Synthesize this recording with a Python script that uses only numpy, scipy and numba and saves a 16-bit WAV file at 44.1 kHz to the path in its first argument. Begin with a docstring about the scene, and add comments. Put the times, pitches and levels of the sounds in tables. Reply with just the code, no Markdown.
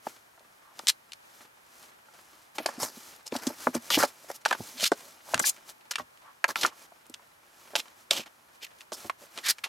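"""A kitten leaps about in an open cardboard box inside a parked car.
Paws thud on the panels and ring their modes, pads judder over the board, claws tick and
stick-slip along the paper skin, fur brushes the walls. The padded cabin adds a short tail
over a faint hush; a small stereo microphone stands close by."""
import sys
import numpy as np
from scipy import signal
from scipy.fft import rfft, irfft
from scipy.io import wavfile
from scipy.ndimage import uniform_filter1d
from numba import njit

SR = 44100
rng = np.random.default_rng(int(sys.argv[2]) if len(sys.argv) > 2 else 0)


def master_out(mix):
    """Clip the mix to full scale and print it as 16-bit PCM to the path in sys.argv[1]."""
    frames = np.transpose(np.atleast_2d(mix))
    ceiling = np.clip(frames, -1, 1)
    pcm = np.round(ceiling * 32767).astype(np.int16)
    wavfile.write(sys.argv[1], SR, pcm)


N = 426888
LN_60DB = np.log(1000)
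SIDE_SIGNS = np.array([[1], [-1]])  # left, right


def undb(db):
    """Decibels to gain."""
    return 10 ** (np.asarray(db) / 20)


def unit_rms(x):
    """Scale to rms 1."""
    return x / np.sqrt(np.mean(x ** 2))


@njit
def svf(x, hz, q):
    """State-variable band-pass, unity gain at its moving centre."""
    y = np.empty(len(x))
    band_state, low_state, damping = 0., 0., 1 / q
    for i in range(len(x)):
        g = np.tan(np.pi * hz[i] / SR)
        v = (band_state + g * (x[i] - low_state)) / (1 + g * (g + damping))
        band_state = 2 * v - band_state
        low_state += 2 * g * v
        y[i] = damping * v
    return y


def band(x, hz, q):
    """Band-pass at a steady or moving centre."""
    return svf(x + 1e-18, np.clip(hz + np.zeros(len(x)), 40, .4 * SR), float(q))


def shaped_noise(spectrum):
    """Steady noise from (f/Hz, level/dB) points, rms 1."""
    hz, db = np.transpose(spectrum)
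    bins_hz = np.maximum(np.arange(N // 2 + 1) * SR / N, 1)
    gain = undb(np.interp(np.log(bins_hz), np.log(hz), db))
    return unit_rms(irfft(rfft(rng.standard_normal(N)) * gain, N))


def wander(rate_hz):
    """Random levels joined by ramps, rms 1."""
    hold = max(int(SR / rate_hz), 1)
    steps = np.repeat(rng.standard_normal(N // hold + 1), hold)
    return unit_rms(uniform_filter1d(steps, hold)[:N])


def jolts(rate_hz, fade_s, spread_db):
    """Envelope of random pushes, each dying away."""
    kicks = (rng.random(N) < rate_hz / SR) * undb(spread_db * rng.standard_normal(N))
    return signal.lfilter([1], [1, -np.exp(-1 / (fade_s * SR))], kicks)


def grit(shape, spread_db):
    """Slips of a point over paper fibres: most tiny, a few large."""
    return rng.standard_normal(shape) * undb(spread_db * rng.exponential(size=shape))


def radiate(x, pitch_hz):
    """A small patch of board radiates little below a quarter of its pitch."""
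    return signal.sosfilt(signal.butter(2, pitch_hz / 4, "highpass", fs=SR, output="sos"), x)


def pressure(start_s, press_s, hold_s, release_s):
    """Trapezoid of contact force, 0 to 1; returns sample indices and force."""
    knots_s = start_s + np.cumsum([0, press_s, hold_s, release_s])
    span = np.arange(int(start_s * SR), min(int(knots_s[-1] * SR), N))
    return span, np.interp(span / SR, knots_s, [0, 1, 1, 0])


def add_hit(track, start_s, x, peak_db):
    """Mix x into track, scaled to a peak level."""
    i = int(start_s * SR)
    track[i:i + len(x)] += undb(peak_db) * x[:len(track) - i] / np.abs(x).max()


# hush spectra, mid and side: f/Hz, relative density/dB
HUSH_MID_SPECTRUM = [(20, 11.5), (60, 2), (127, -2.5), (370, -10), (937, -2), (1720, -6), (2610, -18),
                     (7600, -16.5), (12000, -10), (16000, -11)]
HUSH_SIDE_SPECTRUM = [(18, -78), (30, -41.5), (404, -2.5), (844, 2.5), (1910, -1.5), (5900, -18),
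                      (8520, -18.5), (11100, -18), (16000, -60)]


def hush(mid_db=-61.5, side_db=-60.5):
    """Still air and microphone hiss; the midrange wavers and differs between channels."""
    mid = undb(mid_db + 0.4 * wander(14)) * shaped_noise(HUSH_MID_SPECTRUM)
    side = undb(side_db + 1.4 * wander(6)) * shaped_noise(HUSH_SIDE_SPECTRUM)
    return mid + side * SIDE_SIGNS


# box panel modes: f/Hz, relative level/dB
PANEL_MODES = [(75, -13), (110, -9), (165, -9), (245, -0.5), (330, -4), (435, -3), (600, 2), (720, 3),
               (900, 4), (1150, 5), (1400, 5), (1700, 7), (2050, 3.5), (2500, -1.5)]


def panel_rumble(friction):
    """The middle panel modes, driven by rubbing; rms 1."""
    return unit_rms(sum(undb(db) * band(friction, hz, q=0.98) for hz, db in PANEL_MODES[3:-3]))


# fur hiss spectrum: f/Hz, relative density/dB
FUR_SPECTRUM = [(900, -4), (2400, -7), (4200, -3.5), (6100, -1.5), (9000, -5.5), (12000, -2), (16000, -4)]
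# fur strokes on the walls: t/s, press/s, hold/s, release/s, level/dB
FUR_STROKES = [(0.01, 0.053, 0.0091, 0.16, -52), (0.705, 0.08, 0.083, 0.054, -58.5),
               (1.159, 0.25, 0.024, 0.055, -58.5), (1.597, 0.24, 0.011, 0.083, -54),
               (2.01, 0.15, 0.28, 0.074, -63.5), (2.542, 0.014, 0.0092, 0.018, -46),
               (2.899, 0.025, 0.19, 0.13, -51), (3.502, 0.12, 0.023, 0.13, -43),
               (3.744, 0.11, 0.038, 0.028, -47.5), (4.056, 0.017, 0.015, 0.048, -43.5),
               (4.095, 0.041, 0.22, 0.045, -56.5), (4.4, 0.016, .004, 0.014, -58),
               (4.539, 0.045, 0.28, .03, -48.5), (4.918, 0.059, 0.044, 0.3, -51.5),
               (5.207, 0.11, 0.017, .02, -46), (5.486, 0.017, 0.021, 0.22, -56.5),
               (5.63, 0.064, 0.0094, 0.033, -50), (6.705, 0.074, 0.074, 0.024, -55.5),
               (7.408, 0.213, 0.19, .03, -60), (7.8, 0.016, 0.02, 0.15, -60),
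               (7.932, 0.054, .02, 0.065, -60), (8.523, 0.026, 0.0065, 0.034, -63.5),
               (8.732, 0.076, 0.015, 0.024, -59.5), (8.954, 0.019, 0.092, 0.053, -48.5),
               (9.163, 0.059, 0.012, 0.076, -55), (9.266, 0.077, 0.046, 0.21, -55.5),
               (9.56, 0.027, 0.0055, 0.033, -62)]


def fur(rest_db=-68.5, force_power=1.9):
    """Hair hisses along the walls, bedding crackles; pads shift weight and the panels murmur."""
    gain = np.full(N, undb(rest_db))
    for *timing, db in FUR_STROKES:
        span, force = pressure(*timing)
        gain[span] += undb(db) * force ** force_power
    brush_db = 20 * np.log10(gain)
    hair = undb(brush_db + wander(21)) * shaped_noise(FUR_SPECTRUM)
    crackle = 1 + 0.94 * jolts(90, fade_s=0.0013, spread_db=2.1)
    murmur = panel_rumble(rng.standard_normal(N))
    weight = 0.65 + jolts(11, fade_s=0.0079, spread_db=3)
    return hair * crackle + undb(0.42 * brush_db - 34) * murmur * weight


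# paw landings, lowest under full weight on the floor: t/s, peak/dB, struck f/Hz, T60 at 600 Hz/s
PAW_LANDINGS = [(0.068, -21.5, 490, 0.015), (0.375, -48.5, 810, 0.051), (0.405, -49, 510, 0.019),
                (0.794, -28.5, 800, 0.026), (0.835, -44.5, 440, 0.013), (2.085, -43.5, 960, 0.048),
                (2.582, -22.5, 715, 0.042), (2.599, -30, 434, 0.041), (2.659, -17.5, 720, 0.021),
                (2.687, -24, 880, 0.032), (2.778, -34, 255, 0.016), (2.788, -41, 710, 0.027),
                (2.82, -40, 110, 0.03), (2.83, -24, 515, 0.036), (2.97, -40.5, 240, 0.02),
                (3.323, -23, 260, 0.016), (3.352, -22, 463, 0.024), (3.359, -26, 255, 0.017),
                (3.469, -19, 203, 0.025), (3.499, -30, 400, 0.054), (3.6695, -8.5, 630, 0.021),
                (3.677, -26, 245, 0.05), (3.75, -19.5, 300, 0.03), (3.762, -28.5, 228, 0.052),
                (3.903, -18.5, 1240, 0.051), (3.967, -33, 119, 0.073), (3.972, -13, 417, 0.037),
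                (4.027, -11, 1240, 0.018), (4.033, -12, 635, 0.051), (4.243, -41.5, 600, 0.025),
                (4.301, -23.5, 686, 0.024), (4.458, -8, 1360, 0.021), (4.511, -12, 866, 0.048),
                (4.528, -13, 1430, 0.021), (4.549, -25, 960, 0.018), (4.594, -34, 116, 0.032),
                (4.605, -26.5, 313, 0.011), (4.827, -25.5, 423, 0.021), (4.918, -9, 556, 0.026),
                (5.288, -35, 876, 0.023), (5.3365, -13, 697, 0.019), (5.342, -29.5, 118, 0.074),
                (5.398, -17, 1910, 0.014), (5.409, -33.5, 290, 0.016), (5.44, -19, 2130, 0.044),
                (5.911, -29.5, 1420, 0.051), (5.983, -25.5, 1440, 0.023), (5.991, -44, 116, 0.078),
                (5.995, -26, 850, 0.063), (6.442, -9, 1370, 0.032), (6.489, -24, 895, 0.024),
                (6.504, -25, 1650, 0.05), (6.557, -23.5, 1370, 0.06), (6.649, -9, 1490, 0.029),
                (6.92, -43, 713, 0.028), (7.097, -41, 313, 0.039), (7.195, -45.5, 900, 0.037),
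                (7.733, -36, 458, 0.015), (7.741, -35, 447, 0.0076), (7.753, -16.5, 950, 0.046),
                (8.112, -22.5, 600, 0.022), (8.193, -31.5, 380, 0.018), (8.919, -26.5, 580, 0.034),
                (9.042, -45, 96.9, 0.061), (9.043, -36, 440, 0.094), (9.097, -17.5, 1065, 0.021),
                (9.636, -33, 1330, 0.16), (9.66, -37, 900, 0.043)]


def paw_thuds(below_db=9, above_db=10.5, skirt_power=1.15, scatter_db=2.5, push_cycles=.7):
    """A soft pad pushes for about a cycle; panel modes near the struck pitch ring most."""
    out, t = np.zeros(N), np.arange(8192) / SR
    mode_hz, mode_db = np.array(PANEL_MODES).T[:, :, None]
    ring_scale = (600 / mode_hz) ** 0.38  # low modes ring longer
    draws = rng.standard_normal((len(PAW_LANDINGS), 3, len(PANEL_MODES), 1))
    for (start_s, peak_db, struck_hz, t60_s), (detune, scatter, phase) in zip(PAW_LANDINGS, draws):
        octaves = np.log2(mode_hz / struck_hz)
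        skirt_db = np.where(octaves > 0, above_db, below_db) * np.abs(octaves) ** skirt_power
        gain = undb(mode_db + scatter_db * scatter - skirt_db)
        decay = np.exp(-LN_60DB * t / (t60_s * ring_scale))
        modes = np.sin(2 * np.pi * mode_hz * (1 + 0.065 * detune) * t + 0.57 * phase)
        push = 1 - np.exp(-(t * struck_hz / push_cycles) ** 2)
        thud = (gain * decay * modes).sum(axis=0) * push
        add_hit(out, start_s, radiate(thud, struck_hz), peak_db)
    return out


# claw strikes: t/s, peak/dB, centre f/Hz, T60/s
CLAW_STRIKES = [(0.0724, -35, 2100, 0.026), (0.087, -44, 2020, 0.011), (0.394, -44, 4500, 0.015),
                (0.7905, -21, 4540, 0.021), (0.8706, -10, 3700, 0.0049), (0.882, -4.5, 4800, 0.03),
                (1.12, -28.5, 3680, 0.01), (1.133, -27.5, 3900, 0.012), (1.828, -37, 5960, 0.012),
                (2.138, -41, 4500, 0.02), (2.5837, -17.5, 2210, 0.041), (2.6609, -12, 4350, 0.022),
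                (2.831, -15.5, 5900, 0.043), (3.277, -24, 5400, 0.021), (3.322, -28.5, 2140, 0.018),
                (3.3635, -21, 4650, 0.022), (3.4684, -16, 5950, 0.053), (3.6695, -32, 2380, 0.008),
                (3.749, -16.5, 6260, 0.045), (3.822, -37.5, 8000, 0.012), (3.903, -9, 3340, 0.019),
                (3.916, -12, 3480, 0.06), (3.943, -8.5, 3340, 0.03), (4.032, -17.5, 4960, 0.025),
                (4.4512, -11.5, 2700, 0.019), (4.457, -11, 3150, 0.026), (4.4817, -22, 4920, 0.088),
                (4.5101, -13.5, 2200, 0.024), (4.5266, -17.5, 2030, 0.037), (4.9174, -19, 4700, 0.067),
                (5.3432, -7, 2070, 0.011), (5.355, -33, 5000, 0.013), (5.378, -17.5, 1870, 0.0029),
                (5.394, -8.5, 8500, 0.012), (5.398, -10.5, 7500, 0.012), (5.463, -16, 6000, 0.015),
                (5.469, -8, 8500, 0.02), (5.486, -15, 10000, 0.025), (5.495, -10, 7000, 0.025),
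                (5.563, -37.5, 1830, 0.027), (5.809, -46, 2500, 0.018), (5.9355, -30, 2100, 0.031),
                (5.9564, -14, 2400, 0.017), (5.982, -29, 2320, 0.022), (6.174, -39.5, 2870, 0.017),
                (6.4421, -5.5, 1960, 0.019), (6.558, -11.5, 2100, 0.0069), (6.6114, -18, 4540, 0.069),
                (6.633, -10, 2800, 0.014), (6.663, -14.5, 5990, 0.02), (7.065, -33.5, 10200, 0.011),
                (7.097, -35.5, 9900, 0.021), (7.1404, -23.5, 3300, 0.016), (7.7545, -7, 3340, 0.0047),
                (7.756, -9.5, 3260, 0.04), (7.795, -15.5, 3400, 0.035), (7.882, -41, 3300, 0.018),
                (8.109, -4.5, 3570, 0.025), (8.236, -38, 2600, 0.017), (8.666, -36, 1870, 0.019),
                (8.785, -42, 4480, 0.02), (8.8072, -31, 2740, 0.036), (8.9196, -23.5, 4150, 0.042),
                (9.097, -18.5, 1870, 0.024), (9.3754, -23, 2550, 0.013), (9.386, -26, 2500, 0.021),
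                (9.5833, -32, 2030, 0.028), (9.639, -16.5, 2570, 0.082)]


def claw_ticks(attack_s=0.00011):
    """Several tips land within milliseconds: a gritty, hollow burst."""
    out, t = np.zeros(N), np.arange(4096) / SR
    attack = 1 - np.exp(-t / attack_s)
    all_slips = grit((len(CLAW_STRIKES), len(t)), spread_db=4.43)
    for (start_s, peak_db, hz, t60_s), slips in zip(CLAW_STRIKES, all_slips):
        burst = slips * np.exp(-LN_60DB * t / t60_s) * attack
        burst[8] += 4  # the first tip snaps hardest
        add_hit(out, start_s, radiate(band(burst, hz, q=1.33), hz), peak_db)
    return out


# pad slides: t/s, press/s, hold/s, release/s, level/dB, panel f/Hz
PAD_SLIDES = [(0.604, .04, 0.081, .03, -61.5, 1060), (2.61, .01, 0.031, .02, -62, 700),
              (3.256, 0.0088, 0.0081, 0.009, -51, 810), (3.569, 0.037, 0.037, .01, -52.5, 1470),
              (3.985, 0.016, 0.041, 0.012, -30, 1300), (4.618, 0.015, 0.02, 0.035, -64, 350),
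              (4.738, 0.01, 0.013, 0.023, -56, 247), (4.79, 0.0074, 0.026, 0.01, -49, 660),
              (5.015, 0.038, 0.027, 0.017, -58.5, 550), (5.264, 0.011, 0.075, .02, -54.5, 800),
              (6.219, 0.035, .03, 0.055, -54.5, 1090), (6.708, 0.0083, .015, .02, -53.5, 1090),
              (8.96, 0.038, .015, .03, -56, 700), (9.207, 0.016, 0.011, 0.018, -53, 537),
              (9.429, 0.043, 0.034, 0.02, -33, 1830)]


def pad_rubs():
    """A pad judders over the board; the panel under it hums."""
    out = np.zeros(N)
    for *timing, db, hz in PAD_SLIDES:
        span, force = pressure(*timing)
        judder = grit(len(span), spread_db=1.3)
        hum = band(band(judder, hz, q=3.5), hz, q=0.36)
        out[span] += undb(db) * force * unit_rms(hum)
    return out


# claw strokes: t/s, press/s, hold/s, release/s, skin level/dB, full-force f/Hz,
# rumble re skin/dB, sizzle re skin/dB
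CLAW_STROKES = [(0.867, 0.019, 0.015, 0.0082, -19.5, 4490, -31, -24),
                (2.579, 0.0022, 0.0029, 0.23, -53, 2680, 5, 5.5),
                (2.673, 0.0022, 0.0035, 0.19, -48, 4970, 6, -23),
                (2.769, 0.053, 0.0026, 0.12, -32.5, 6540, -2.5, -7),
                (3.251, 0.013, 0.0071, 0.013, -45.5, 5730, -14, -25),
                (3.297, 0.053, .004, 0.088, -43, 4680, 4, -5),
                (3.399, 0.032, 0.068, 0.091, -46.5, 5500, 3, -3),
                (3.724, 0.027, 0.0033, 0.042, -39.5, 5550, 5, -2),
                (3.903, 0.0046, 0.048, 0.035, -24, 3300, -10, -6),
                (3.975, 0.011, 0.056, 0.031, -28, 4660, 0, -7),
                (4.272, 0.02, 0.023, .02, -50.5, 5000, 3, -5),
                (4.337, 0.012, 0.014, .015, -44.5, 7000, -12, -2),
                (4.453, 0.0024, 0.1, 0.012, -51, 2490, 6.5, 0),
                (4.75, 0.092, 0.036, 0.0097, -25.5, 4170, -26, -13),
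                (5.347, .002, .003, 0.068, -51.5, 2880, 14, -1),
                (5.392, 0.0011, 0.0014, 0.016, -39, 3620, 8, 4),
                (5.411, 0.0055, 0.02, 0.0068, -34, 6000, -9.5, -8),
                (5.435, 0.029, 0.034, 0.0047, -22, 7030, -19.5, -10),
                (5.908, 0.0022, 0.0048, 0.02, -28.5, 5750, -22, -17),
                (5.983, 0.0022, 0.0045, 0.044, -45.5, 3050, 6, -3),
                (6.478, 0.003, 0.024, 0.031, -38, 4780, 2, -4.5),
                (6.556, 0.0018, 0.068, .005, -37.5, 3660, -3.5, -4),
                (6.629, .002, 0.0064, 0.077, -35, 3100, 6.5, -5),
                (7.754, 0.0017, 0.039, 0.026, -36.5, 3580, -5, -9),
                (8.105, 0.0014, 0.061, 0.088, -33.5, 3060, -2, -9),
                (8.254, 0.0056, 0.016, 0.016, -64.5, 3170, 14, -10),
                (8.597, 0.049, 0.0035, 0.011, -39, 2750, -9.5, -8.5),
                (8.918, 0.016, 0.0099, 0.029, -36, 5300, -8.5, -13),
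                (9.335, 0.051, .004, 0.019, -51.5, 3050, 9.5, -28),
                (9.421, 0.072, 0.016, .018, -22.5, 4470, -20, -9),
                (9.636, 0.0027, 0.0036, 0.029, -43, 2750, -4, 4)]


def claw_drags(climb_oct=.6, wobble_oct=.12, rasp_db=3, skin_hz=4500):
    """Claws stick and slip on the paper skin: a resonance slides, panels rumble, fibres sizzle."""
    gains, hz = np.zeros((3, N)), np.full(N, 4000.)
    force_powers = np.array([[1.82], [1.65], [1.92]])  # skin, rumble, sizzle
    for *timing, db, centre_hz, rumble_db, sizzle_db in CLAW_STROKES:
        span, force = pressure(*timing)
        gains[:, span] += undb([[db], [db + rumble_db], [db + sizzle_db]]) * force ** force_powers
        hz[span] = centre_hz * 2 ** (climb_oct * (force - 1))  # pressed harder, a claw runs faster
    hz = uniform_filter1d(hz, size=200) * 2 ** (wobble_oct * wander(60))  # the skin gives
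    # the claw catches on the flutes under the paper and tears free
    slips = grit(N, spread_db=2.6) * undb(1.52 * wander(300) + 1.05 * wander(70))
    slips *= 0.5 + .4 * jolts(120, fade_s=0.0025, spread_db=1.5)
    rasp = undb(rasp_db) * band(slips, hz, q=4.5)  # the hollow under the paper
    skin = band(band(slips, hz, q=0.41) + rasp, hz, q=0.21)
    skin /= np.sqrt(hz)  # offsets the wider band at higher pitch
    sizzle = band(band(slips, 11360, q=1), 11800, q=1)
    layers = [unit_rms(radiate(skin, skin_hz)), panel_rumble(slips), unit_rms(sizzle)]
    return (uniform_filter1d(gains, size=100) * layers).sum(axis=0)


def cabin(x, mid_t60_s=0.067, side_t60_s=.035, mid_db=-13.5, side_db=-9, air_db=-10):
    """Seats and glass return a short dense tail; differences between microphone ports add width."""
    t = np.arange(int(.25 * SR)) / SR
    tails = rng.standard_normal((2, len(t))) * np.exp(-LN_60DB * t / [[mid_t60_s], [side_t60_s]])
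    tails *= 1 - np.exp(-t / .001)
    mid, diffuse = (signal.fftconvolve(x, tail / np.linalg.norm(tail))[:N] for tail in tails)
    side = undb(side_db) * band(band(diffuse, 2000, q=0.47), 2000, q=0.47)
    side += undb(air_db) * band(diffuse, 12000, q=0.57)
    lead_samples = 1.49  # the lows reach the left port early, the right late
    side += lead_samples * np.gradient(band(x, 350, q=0.79))
    side[int(5.385 * SR):int(5.52 * SR)] *= undb(9.2)  # a swipe right at the ports sounds wider
    return undb(mid_db) * mid + side * SIDE_SIGNS


# kitten position: t/s, left minus right/dB
KITTEN_PAN = [(0, 0), (2.7, -1.5), (3.6, -0.5), (4.5, -1.8), (5.6, -0.5), (6.3, -1.5), (7.8, -2.5),
              (9.68, -2)]


def scene():
    """The panned kitten, the cabin tail and the hush."""
    pan_db = np.interp(np.arange(N) / SR, *np.transpose(KITTEN_PAN))
    kitten = paw_thuds() + claw_ticks() + claw_drags() + pad_rubs() + fur()
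    return kitten * undb(SIDE_SIGNS * pan_db / 2) + cabin(kitten) + hush()


def record(dry, port_low_hz=101, port_high_hz=11700, top_hz=15750, cutoff_hz=16700):
    """Small ports lose deep bass and high treble; two steep low-passes close the top."""
    ports = signal.butter(2, [port_low_hz, port_high_hz], "bandpass", fs=SR, output="sos")
    top = signal.ellip(6, .2, 32, top_hz, fs=SR, output="sos")
    cutoff = signal.ellip(12, .2, 90, cutoff_hz, fs=SR, output="sos")
    return signal.sosfilt(np.vstack([ports, top, cutoff]), dry)


dry = scene()
out = record(dry)
master_out(out)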